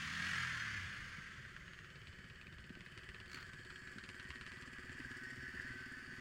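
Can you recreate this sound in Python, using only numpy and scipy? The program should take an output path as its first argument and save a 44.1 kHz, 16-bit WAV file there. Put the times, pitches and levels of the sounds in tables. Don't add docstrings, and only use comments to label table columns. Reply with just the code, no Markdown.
import sys
import numpy as np
from scipy import signal
from scipy.io import wavfile
from scipy.ndimage import uniform_filter1d

SR = 44100
rng = np.random.default_rng(int(sys.argv[2]) if len(sys.argv) > 2 else 0)


def gain_from_decibels(decibels):
    exponent = np.asarray(decibels, float) / 20
    return 10 ** exponent


def digitize_waveform(pressure):
    field = np.atleast_2d(pressure).T
    bounded = np.clip(field, -1, 1)
    quanta = np.round(bounded * 32767).astype(np.int16)
    wavfile.write(sys.argv[1], SR, quanta)


N = 273508
TIME_S = np.arange(N) / SR

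# (time [s], firings so far [count])
FIRINGS = [(1.4502, 0), (2.7517, 23), (3.4272, 35), (3.5359, 37), (3.8737, 43), (3.9844, 45), (4.73, 59),
           (4.951, 63), (5.4835, 73), (5.7035, 77), (6.185, 86)]


def evened(x):
    return x / np.sqrt(np.mean(x ** 2) + 1e-20)


def read(points, hz):
    f, value = np.transpose(points)
    return np.interp(np.log(hz + 1), np.log(f + 1), value)


def follow(rows):
    s, *columns = np.transpose(rows)
    return [np.interp(TIME_S, s, column) for column in columns]


def colour(x, points):
    gain_db = read(points, abs(np.fft.fftfreq(4096, 1 / SR)))
    log_gain = np.log(gain_from_decibels(np.maximum(gain_db, -100)))
    response = np.fft.ifft(np.exp(np.conj(signal.hilbert(log_gain)))).real
    return signal.oaconvolve(x, response)[:len(x)]


def resonate(x, hz, width):
    pole = np.exp((-np.pi * width + 2j * np.pi * hz) / SR)
    return 2 * signal.lfilter([1 - abs(pole)], [1, -pole], x).real


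def treble(x, above_hz):
    return signal.sosfilt(signal.butter(2, above_hz, "high", fs=SR, output="sos"), x)


def brighten(x, db, above_hz=2400):
    return x + (gain_from_decibels(db) - 1) * treble(x, above_hz)


def drift(per_s):
    knots = rng.standard_normal(int(N / SR * per_s) + 2)
    return evened(np.interp(TIME_S * per_s, np.arange(len(knots)), knots))


def add(mix, s, sound):
    part = mix[round(s * SR):][:len(sound)]
    part += sound[:len(part)]


def passing(closest_s, aside_s, closest_db, per_doubling_db):
    distance = np.hypot(1, (TIME_S - closest_s) / aside_s)
    return closest_db - per_doubling_db * np.log2(distance)


def patchy(x, broad_db, fine_db):
    z = signal.stft(x, nperseg=2048)[2]
    broad, fine = rng.standard_normal((2,) + z.shape)
    broad = evened(uniform_filter1d(uniform_filter1d(broad, 25, 0), 24, 1))
    fine = evened(uniform_filter1d(uniform_filter1d(fine, 2, 0), 10, 1))
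    more_when_high = np.linspace(.3, 2.5, len(z))[:, None]
    gain = gain_from_decibels(broad_db * more_when_high * broad + fine_db * fine)
    return evened(signal.istft(z * gain, nperseg=2048)[1][:N])


def clatter(spread_db, broad_db):
    return patchy(rng.standard_normal(N), broad_db, fine_db=2.5) * gain_from_decibels(spread_db * drift(700))


def firing_pulses(count, uneven_db, gas):
    at = np.flatnonzero(np.diff(np.floor(count)) > 0)
    drive = np.zeros(N)
    drive[at] = gain_from_decibels(uneven_db * rng.standard_normal(len(at)))
    return evened(drive) + gas * rng.standard_normal(N) * np.exp(-(count % 1) / 0.61)


def burst(length_s):
    t = np.arange(1500) / SR
    return rng.standard_normal(len(t)) * np.minimum(t / 0.0017, 1) * np.exp(-t / length_s)


def exhaust_orders(hz, turns, octaves, throttle):
    # (order, full speed and shut throttle [dB], gained open [dB], lost per octave slower [dB])
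    low_orders = [(2, -56, 0.5, 18), (3, -54, -26, 9), (4, -59, 1.5, 4), (5, -69, 9, -2)]
    # (order, level against the 5th [dB])
    upper_orders = [(6, -3.5), (7, -6), (8, -15)]
    # (centre [Hz], half width [Hz], lift [dB])
    pipe_boom = (196, 43, 8.4)
    boom_hz, half_hz, boom_db = pipe_boom
    lumpy_db = 0.6 - 1.5 * octaves
    orders_db = [db + open_db * throttle + fall_db * octaves + lumpy_db * drift(13.5)
                 for _, db, open_db, fall_db in low_orders]
    fifth_db = orders_db[-1]
    out = np.zeros(N)
    for k, db in enumerate(orders_db):
        out += gain_from_decibels(db) * np.cos(2 * np.pi * ((k + 2) * turns + 0.181 * k ** 2))
    crossing_db = boom_db - 20 * ((5 * hz - boom_hz) / half_hz) ** 2
    out += gain_from_decibels(fifth_db + crossing_db) * (1 - throttle) * np.cos(2 * np.pi * 5 * turns)
    for k, db in upper_orders:
        lift_db = boom_db * np.exp(-((k * hz - boom_hz) / half_hz) ** 2) - 7.0
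        order_db = fifth_db + db + lumpy_db * drift(14.0) + (1.5 - throttle) * lift_db
        out += gain_from_decibels(order_db) * np.cos(2 * np.pi * k * turns)
    return out


def gear_whine(hz, turns, throttle):
    # (order, level [dB])
    whine_orders = [(12, -20), (14, -19), (16, -22), (19, -27), (28.5, -6), (37.9, 5), (43, 3), (50, -8)]
    steep_db_per_hz = 3 + (5.5 - 3) * throttle
    whine_db = -55.5 + steep_db_per_hz * np.minimum(hz - 42.6, 0)
    out = np.zeros(N)
    for k, db in whine_orders:
        unloaded_db = 10.0 * (k < 20) * np.clip((TIME_S - .33) / .05, 0, 1)
        out += gain_from_decibels(whine_db + db + 1.6 * drift(44.4) - unloaded_db) * np.cos(2 * np.pi * k * turns)
    return out


def pipe_gas(octaves, throttle, throb_db):
    # (frequency [Hz], density [dB per Hz])
    gas_tone = [(40, -20), (120, 0.5), (200, -1), (370, -9.5), (480, -15), (800, -33)]
    # (pitch [Hz], width [Hz], level [dB], fading time [s])
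    frame_hum = (754, 17, -78, 0.34)
    hum_hz, hum_width_hz, hum_db, hum_s = frame_hum
    rush = gain_from_decibels(-69 + throb_db) * evened(colour(rng.standard_normal(N), gas_tone))
    note = gain_from_decibels(-67.5 + 2.0 * octaves - 16 * throttle) * evened(resonate(rng.standard_normal(N), 196, 25))
    hum_level = gain_from_decibels(hum_db - 20 * (TIME_S / hum_s) ** 4 / 3)
    return rush + note + hum_level * evened(resonate(rng.standard_normal(N), hum_hz, hum_width_hz))


def engine_clatter(octaves, throttle, throb_db):
    # (frequency [Hz], density [dB per Hz])
    near_tone = [(260, -57.5), (450, -41.5), (499, -29), (814, -25.5), (1270, -2.5), (1470, -1.5),
                 (1660, 4.5), (2620, -9.5), (3040, -9), (3970, -19.5), (4340, -19), (5840, -24.5),
                 (6580, -21.5), (7630, -28.5), (9500, -29.5), (11000, -36.5), (15500, -38.5)]
    lag_s, leaving_s, leaving_db_per_s = 0.035, 1.39, 9
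    level_db = -42 + 9.5 * np.interp(TIME_S - lag_s, TIME_S, octaves) + 0.5 * throttle
    level_db += 1.0 * np.exp(-((TIME_S - .34) / .13) ** 2)
    level_db -= leaving_db_per_s * np.clip(TIME_S - leaving_s, 0, 3)
    bright_db = 4.5 - 2.5 * np.minimum(TIME_S, 1.4)
    knocks = clatter(spread_db=0.3, broad_db=0.0) * gain_from_decibels(throb_db)
    return gain_from_decibels(level_db) * brighten(evened(colour(knocks, near_tone)), bright_db)


def blipped_engine():
    # (time [s], firing rate [Hz])
    blip_curve = [
        (0, 36.4),
        (.1, 39.2),
        (.2, 43),
        (.3, 45.5),
        (.46, 42),
        (.7, 35),
        (.95, 27.5),
        (1.2, 21.3),
        (1.45, 17),
    ]
    full_speed_hz, throttle_shut_s, shutting_s = 45, 0.3, 0.039
    hz = follow(blip_curve)[0]
    turns = np.cumsum(hz) / SR
    octaves = np.log2(hz / full_speed_hz)
    throttle = np.clip((throttle_shut_s - TIME_S) / shutting_s + .5, 0, 1)
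    alive = np.clip((1.35 - TIME_S) / 0.4, 0, 1)
    throb_db = 1.2 * np.cos(2 * np.pi * turns) + .7 * np.cos(2 * np.pi * (2 * turns + .3))
    tonal = exhaust_orders(hz, turns, octaves, throttle) + gear_whine(hz, turns, throttle)
    gas = pipe_gas(octaves, throttle, throb_db)
    return np.sqrt(2) * alive * (tonal + gas) + engine_clatter(octaves, throttle, throb_db)


def tick_rows():
    # (time [s], crack [dB], knock [dB], knock pitch [Hz])
    hard_ticks = [(1.451, -56, -38, 1650), (1.564, -44, -36.5, 1660), (1.6203, -63, -55, 1700),
                  (1.679, -46.5, -40, 1680), (1.7335, -46, -40.5, 1660), (1.789, -45, -40, 1670),
                  (1.8451, -47.5, -43.5, 1640), (1.956, -48, -55, 1900), (2.0708, -42, -61, 1850),
                  (2.127, -48.5, -64, 1700), (2.186, -48.5, -61, 1700), (2.2421, -49, -47, 1530),
                  (2.299, -45, -63, 1790), (2.357, -49, -52, 1680), (2.413, -45, -44, 2570),
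                  (2.4687, -45, -45.5, 2500), (2.5256, -45.5, -62, 1650), (2.5835, -43.5, -50, 1740),
                  (2.6405, -45, -67, 1680), (2.694, -46.5, -54, 1710), (2.752, -43.5, -53, 1930),
                  (2.8068, -42, -46, 1890), (2.862, -43, -45, 1700), (2.976, -39, -47, 1600),
                  (3.034, -45, -61, 1690), (3.089, -39.5, -42, 1820), (3.1453, -40, -56, 1570),
                  (3.201, -41, -63, 1670), (3.533, -44.5, -45, 1720), (3.591, -49, -48, 1700),
                  (3.649, -45.5, -52, 1700), (3.759, -43.5, -52, 1680), (3.7034, -42.5, -38, 1470),
                  (3.8736, -44.5, -38.5, 1670), (3.9835, -40.5, -37, 1570), (4.0378, -42, -42, 1560),
                  (4.0895, -37.5, -63, 1640), (4.197, -39.5, -45, 1530), (4.304, -36, -46, 1770),
                  (4.357, -42.5, -43, 1700), (4.411, -38.5, -38, 1530), (4.464, -40, -38.5, 1770),
                  (4.5179, -40.5, -42.5, 1710), (4.623, -42, -46, 1730), (4.732, -55, -52, 1700),
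                  (4.784, -55, -38, 1830), (4.8943, -44.5, -38.5, 1780), (5.002, -46, -40, 1740),
                  (5.115, -45, -42, 1700), (5.598, -58, -31, 1745)]
    hard_treble_db = [-11, -11, -11, -5, -7, -5, -6, -9, -11, -8, -8, -6, -12, -8, -6, -9, -8, -15, -11, -9,
                      -14, -9, -9, 1, -5, -6, -7, -9, 4, 0, 3, -1, 1, -4, 0, -1, 2, -1, -11, -3, -1, -1, 2,
                      0, -3, 9, 2, -3, -3, -3]
    ticking_count, shaded_s, shaded_db_per_s = 77, 4.6, 40
    s, count = np.transpose(FIRINGS)
    k = np.arange(ticking_count)
    crack_chance, knock_chance, pitch_chance = rng.standard_normal((3, ticking_count))
    at = np.interp(k, count, s)
    valve_db = passing(closest_s=-1, aside_s=-7, closest_db=-53, per_doubling_db=1.5)
    crack_db = valve_db[(at * SR).astype(int)] - shaded_db_per_s * np.maximum(at - shaded_s, 0)
    crack_db += 1.5 * crack_chance + 4.5 * (-1) ** k
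    knock_db = crack_db - 12 + 4 * knock_chance
    knock_hz = 1680 * (1 + 0.1 * pitch_chance)
    rows = np.transpose([at, crack_db, knock_db, knock_hz, np.zeros(ticking_count)])
    for row, treble_db in zip(hard_ticks, hard_treble_db):
        rows[np.argmin(abs(at - row[0]))] = (*row, treble_db)
    return rows


def valve_ticks():
    # (frequency [Hz], level [dB])
    tick_tone = [(400, -67), (1000, -5), (1500, -5), (2200, -0.5), (2900, -1), (3600, -9), (4000, -6.5),
                 (4600, -14), (6000, -21), (9000, -19.5), (15000, -42)]
    # (pitch [Hz], decay [s], level against the crack [dB])
    tick_ring = (3100, 0.0039, -13.5)
    ring_hz, ring_s, ring_db = tick_ring
    out, t = np.zeros(N), np.arange(1500) / SR
    for s, crack_db, db, hz, treble_db in tick_rows():
        knock = np.exp(-((t - .0016) / 0.0013) ** 2) * np.cos(2 * np.pi * (hz * t + rng.random()))
        click = 2.8 * (np.arange(1500) == 30)
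        crack = colour(click + burst(length_s=0.0015) + 0.2 * burst(length_s=0.012), tick_tone)
        crack = brighten(crack, treble_db, above_hz=4800)
        ring = np.exp(-t / ring_s) * np.sin(2 * np.pi * ring_hz * rng.uniform(0.71, 1.07) * t)
        tick = gain_from_decibels(crack_db + ring_db) * ring + gain_from_decibels(db - 2.5) * knock
        tick = tick + gain_from_decibels(crack_db - 10) * crack / np.std(crack[:130])
        echo = np.roll(tick, 400)
        add(out, s, tick + 0.46 * echo * rng.uniform(0.71, 0.79))
    return out


def muffler_puffs():
    # (pitch [Hz], width [Hz], level [dB])
    muffler_modes = [(69, 97, 0), (131.7, 12, -2.5), (190, 20, -21), (251.5, 42, 4), (337, 38, -16),
                     (503, 760, -18)]
    count = follow(FIRINGS)[0] + 0.042
    drive = firing_pulses(count, uneven_db=1.3, gas=0.42)
    drive = drive * gain_from_decibels(-0.8 * np.cos(np.pi * np.floor(count)))
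    out = np.zeros(N)
    for k, (hz, width, db) in enumerate(muffler_modes):
        mode = resonate(resonate(drive, hz, 2.0 * width), hz, width)
        out += (-1) ** k * gain_from_decibels(db) * evened(mode)
    return gain_from_decibels(passing(closest_s=5.5, aside_s=1.31, closest_db=-59.5, per_doubling_db=13.5)) * evened(out)


def slow_pipe(strokes):
    beat = firing_pulses(strokes + .22 + .03 * drift(5), uneven_db=1.2, gas=.6)
    pipe = resonate(resonate(beat, 354, 66), 369.4, 14.8)
    pipe += 0.15 * resonate(resonate(beat, 464, 130), 485, 42)
    pipe += 0.1 * resonate(resonate(beat, 593, 120), 653, 55)
    return gain_from_decibels(passing(closest_s=5, aside_s=2.5, closest_db=-67, per_doubling_db=10)) * evened(pipe)


def slow_valve():
    # (time [s], peak level [dB])
    chuffs = [(2.2837, -64), (2.3464, -68), (2.5386, -65), (2.602, -63), (2.6644, -65), (2.7257, -66),
              (2.7901, -64), (2.8519, -63), (2.9138, -63), (3.0375, -62), (3.4057, -60), (3.4645, -61),
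              (3.7898, -61), (3.916, -59), (4.1515, -58), (4.2253, -58), (4.2872, -57), (4.351, -62),
              (4.6094, -60), (4.6623, -63), (4.7267, -60), (4.8479, -61), (4.9881, -60), (5.0499, -62),
              (5.1114, -57), (5.1677, -54), (5.2345, -55), (5.3023, -56), (5.3567, -60), (5.4244, -61),
              (5.4874, -61), (5.5494, -59), (5.6144, -59), (5.6774, -60), (5.7394, -64), (5.802, -63),
              (5.8561, -63), (5.9194, -58), (5.9894, -65), (6.0494, -66), (6.1624, -60)]
    # (frequency [Hz], level [dB])
    chuff_tone = [(3000, -27), (4700, 4), (5900, -8), (7600, 3.5), (9000, -5), (11500, -5), (14000, -12),
                  (15500, -25)]
    # (time [s], peak level [dB], pitch [Hz])
    cover_knocks = [(4.6069, -46, 1670), (4.676, -42, 1740), (4.8683, -45, 1820), (4.9808, -37, 1690),
                    (5.0474, -35, 1610), (5.1593, -41, 1530), (5.1831, -49, 1540), (5.304, -34, 1880),
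                    (5.4056, -43, 1670), (5.4655, -41, 1730), (5.5662, -41, 1850), (5.674, -38, 1850),
                    (5.6905, -39, 2000), (5.8, -54, 1740), (5.9367, -36.5, 1730), (5.9984, -43, 1770),
                    (6.1227, -42, 1670)]
    drive, out, t = np.zeros(N), np.zeros(N), np.arange(2000) / SR
    for s, db in chuffs:
        add(drive, s, gain_from_decibels(db + 2) * burst(length_s=0.0072))
    shape = np.minimum(t / 0.0012, 1) * np.exp(-t / 0.0073)
    for s, db, hz in cover_knocks:
        add(out, s, gain_from_decibels(db - 4) * shape * np.sin(2 * np.pi * (hz * t + rng.random())))
    return out + colour(drive, chuff_tone)


def ringing_covers():
    # (pitch [Hz], width [Hz], level [dB], time of its swell or dip [s], gained then,
    # dip if negative [dB])
    covers = [(1540, 6.7, -5.5, 5.2, -2), (1677, 10, -6, 5.04, 6), (1708, 10, -6, 5.57, 2),
              (1790, 14, -9, 5.6, 6), (1859, 13, -9.5, 5.3, 8), (1958, 15, -7, 5.5, 3.5),
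              (2117, 24, -21, 5.6, -3), (2763, 18, -23, 4, -2), (2907, 24, -19.5, 3.9, 2.5),
              (3220, 9.4, -33, 3.2, 2.5),
              (5000, 43, -32, 2.2, 6), (8230, 84, -37, 2.6, 11), (10400, 180, -39, 2.5, 11),
              (6540, 90, -30, 1.7, 22), (2560, 88, -20.5, 2.9, 13), (4395, 92, -25.5, 3.75, 11),
              (5300, 51, -31.5, 5.35, 12), (8930, 81, -42, 5.3, -2), (1313, 28, -18, 5.5, -8),
              (11200, 150, -49, 5.1, 4)]
    shaking = rng.standard_normal(N)
    out = np.zeros(N)
    for hz, width, db, s, gain_db in covers:
        near_db = gain_db * np.exp(-((TIME_S - s) / 0.23) ** 2)
        out += gain_from_decibels(db + drift(6.2) + near_db) * evened(resonate(shaking, hz, width))
    song = np.cos(2 * np.pi * np.cumsum(1522 + 4 * drift(12)) / SR)
    song_db = -2.5 + 1.8 * drift(25) + 5.5 * np.exp(-((TIME_S - 5.23) / 0.11) ** 2)
    return out + gain_from_decibels(song_db) * np.clip((TIME_S - 5.13) / 0.046, 0, 1) * song


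def idlers_clatter(strokes):
    # (time [s], clatter level [dB], treble gained as the head turns [dB])
    approach = [(1.4, -74, 8), (1.7, -68.5, 3), (2.1, -65.5, 5.5), (2.5, -64.5, -3.5), (3.2, -60, -1.5),
                (3.6, -59, 1), (4.1, -58, 1), (4.5, -56.5, 2), (4.8, -56.5, -0.5), (5.3, -57.5, 1.5),
                (5.7, -56, -0.5), (6.2, -57, 1.5)]
    # (frequency [Hz], density [dB per Hz])
    far_tone = [(260, -62), (450, -21.5), (633, -24), (790, -28.5), (1200, -11), (1470, -9), (1510, -4),
                (1730, -0.2), (1990, -7), (2060, -14.5), (2260, -10.5), (3090, -16.5), (3970, -31),
                (4680, -19.5), (5840, -35), (7630, -22), (12000, -45.5), (15500, -55)]
    # (pitch [Hz], width [Hz], level [dB], fading from [s], lost [dB per s])
    side_ring = (2971, 228, -7, 2.5, 9)
    close_db, facing_s = -56, 4.94
    level_db, bright_db = follow(approach)
    knocks = clatter(spread_db=2.5, broad_db=1.8) * gain_from_decibels(0.21 * drift(25))
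    body = evened(colour(knocks, far_tone))
    top = treble(treble(body[::-1], 10500)[::-1], 10500)
    body = body - 0.71 * np.clip((TIME_S - facing_s) / 0.5, 0, 1) * top
    depth_db = 4.5 * np.exp(-((TIME_S - 5) / 0.84) ** 2)
    hiss_db = bright_db + depth_db * np.cos(2 * np.pi * strokes)
    fin_hz, fin_width, fin_db, fading_s, lost_db = side_ring
    fins = evened(resonate(resonate(knocks, fin_hz, fin_width), fin_hz, fin_width))
    fins = gain_from_decibels(fin_db - lost_db * np.maximum(TIME_S - fading_s, 0)) * fins
    ring_db = -3.5 - 0.1 * (level_db - close_db) + 3.5 * np.clip((TIME_S - facing_s) / 0.088 + .5, 0, 1)
    arrival_db = -15 * np.clip(1.4 - TIME_S, 0, 1)
    return gain_from_decibels(level_db + arrival_db) * (brighten(body, hiss_db) + fins + gain_from_decibels(ring_db) * ringing_covers())


def idling_bikes():
    strokes = 15.873 * (TIME_S - 2.029)
    coming_in = np.clip(TIME_S / 0.277 - 4, 0, 1)
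    puffs = (muffler_puffs() + slow_pipe(strokes)) * coming_in
    return idlers_clatter(strokes) + puffs + valve_ticks() + slow_valve()


def helmet_steps():
    # (time [s], peak level [dB], pitch [Hz], length [s])
    bumps = [(0.205, -49, 164, 0.0102), (0.335, -47, 150, 0.005), (2.1, -50, 92, 0.006),
             (3.4, -59, 100, 0.012), (4.9, -55, 95, 0.0174), (3.1, -49, 62, 0.012), (2.8, -53, 115, 0.01),
             (3.98, -49, 236, 0.0055), (1.02, -51, 55, 0.028), (0.843, -50, 92, 0.0165),
             (0.78, -51, 100, 0.0164), (1.186, -46.5, 170, 0.0039), (1.39, -51, 138, 0.0122),
             (5.046, -56, 66, 0.0099), (8.3, -52, 80, 0.011), (2.585, -52, 65, 0.0286),
             (2.706, -41, 230, 0.0021), (2.773, -43.5, 190, 0.0014), (2.974, -58, 340, 0.0031),
             (4.9, -53, 120, 0.008), (3.346, -52.5, 300, 0.0042), (3.962, -45, 230, 0.003),
             (4.3, -50, 76, 0.013), (4.089, -55, 100, 0.0133), (5.4, -55, 74.5, 0.0092),
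             (3.2, -54, 115, 0.011), (5.7, -54, 127, 0.0182), (7.1, -55, 85, 0.021),
             (6.11, -54, 240, 0.0057), (4.8, -62, 71, 0.023), (5, -47, 340, 0.004),
             (5.551, -49, 130, 0.0032), (5.561, -54, 75, 0.036), (5.71, -51, 58, 0.011)]
    out = np.zeros(N)
    for s, db, hz, length in bumps:
        u = np.arange(round(6 * length * SR)) / SR / length
        swell = np.e * u * np.exp(-u)
        add(out, s - length, gain_from_decibels(db) * swell * -np.cos(2 * np.pi * hz * length * u * (1 - 0.025 * u)))
    return out


def strap_rattle():
    # (time [s], peak level [dB], treble [dB])
    rattle_knocks = [(3.257, -66, -2), (3.278, -54, 4), (3.296, -49, 2), (3.305, -54, -2),
                     (3.3147, -44.5, 4), (3.33, -44.5, 5.5), (3.3434, -43, 8), (3.350, -51, 1),
                     (3.357, -44, 1), (3.368, -43, -7), (3.374, -47, -9), (3.385, -50, 1), (3.394, -54, -3),
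                     (3.405, -59, 5), (3.418, -53, -5), (3.426, -45.5, 1), (3.491, -48, -1)]
    # (frequency [Hz], level [dB])
    strap_tone = [(700, -21.5), (1300, -3), (1750, 2), (2600, -7.5), (3800, -18), (4500, -7.5), (5300, -22),
                  (7500, -18), (9500, -29), (15000, -28)]
    # (frequency [Hz], level [dB])
    scrape_tone = [(700, -21), (1300, 6.5), (1750, 2), (2600, -1), (4000, -5), (4600, -7), (7500, -26),
                   (12000, -18), (15000, -18)]
    scrape = gain_from_decibels(-51.5 + 3.2 * drift(150)) * rng.standard_normal(N) * np.exp(-((TIME_S - 3.40) / 0.078) ** 2)
    drive = np.zeros(N)
    for s, db, treble_db in rattle_knocks:
        add(drive, s, gain_from_decibels(db + 13.0) * brighten(burst(length_s=0.0037), treble_db))
    return colour(drive, strap_tone) + colour(scrape, scrape_tone)


def rumble():
    # (frequency [Hz], density [dB per Hz])
    rumble_tone = [(12, -28), (22, -9), (40, -3), (55, 1.5), (70, 0), (140, 0), (192, -4), (268, -15),
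                   (400, -17), (520, -18.5), (900, -34.5), (1170, -61.5)]
    pace_s, footfall_s, firing_lag = 0.7, 1.98, 0.17
    level_db = -58.5 - (TIME_S - 1.1) + 0.5 * np.cos(2 * np.pi * (TIME_S - footfall_s) / pace_s)
    throb = np.cos(2 * np.pi * (follow(FIRINGS)[0] - firing_lag))
    level_db += 3.5 * np.clip(TIME_S - 1.5, 0, 1) * throb
    level_db += 0.7 * drift(20) - 4 * np.clip(1.1 - TIME_S, 0, 1)
    return gain_from_decibels(level_db) * evened(colour(rng.standard_normal(N), rumble_tone))


def scene():
    mix = blipped_engine() + idling_bikes() + helmet_steps() + strap_rattle() + rumble()
    return np.array([mix, mix])


def circuit_whine():
    # (frequency [Hz], level [dB])
    circuit_tones = [(15058.5, -110), (15116.6, -99), (15174.5, -93), (15232.5, -105), (15290.4, -104)]
    return sum(gain_from_decibels(db) * np.sqrt(2) * np.sin(2 * np.pi * hz * TIME_S) for hz, db in circuit_tones)


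def drop_faint_treble(x, floor_db, above_hz):
    hz, _, z = signal.stft(x, SR, nperseg=2048, noverlap=1024)
    bands = (abs(z[:1024]) ** 2).reshape(128, 8, -1).sum(1)
    band_db, moment_db = 3 * rng.standard_normal(bands.shape), 3 * rng.standard_normal(bands.shape[1])
    limit = gain_from_decibels(floor_db + band_db + moment_db) ** 2
    faint = np.repeat(bands < limit, 8, axis=0) & (hz[:1024, None] > above_hz)
    z[:1024] *= 1 - .97 * faint
    return signal.istft(z, SR, nperseg=2048, noverlap=1024)[1][:N]


def channel_splits():
    # (time [s], low edge [Hz], high edge [Hz], level [dB])
    split_bands = [
        (0.417, 4270, 5000, -62),
        (.418, 7500, 9000, -72),
        (.604, 4600, 5750, -63),
        (.604, 6250, 9000, -70),
        (.766, 5300, 7350, -67.5),
    ]
    side = np.zeros(N)
    for s, low_hz, high_hz, db in split_bands:
        band = signal.butter(6, [low_hz, high_hz], "band", fs=SR, output="sos")
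        noise = signal.sosfilt(band, rng.standard_normal(2048))
        add(side, s - .015, gain_from_decibels(db) * evened(noise) * np.hanning(2048))
    return np.array([side, -side])


def roll_off(x):
    return signal.sosfilt(signal.butter(12, 15690, fs=SR, output="sos"), x)


def record(dry):
    # (frequency [Hz], gain [dB])
    microphone_tone = [(20, 4), (48, -5.5), (65, -1), (3750, -0.5), (3980, -5), (4250, 3), (9000, -3.5),
                       (11500, -7), (13500, -8), (14500, -15), (15700, -1)]
    hiss = gain_from_decibels(-84.5) * rng.standard_normal(N)
    heard = colour(dry[0], microphone_tone) + hiss + circuit_whine()
    heard = drop_faint_treble(heard, floor_db=-103.5, above_hz=12000)
    return roll_off(heard + channel_splits())


dry = scene()
out = record(dry)
digitize_waveform(out)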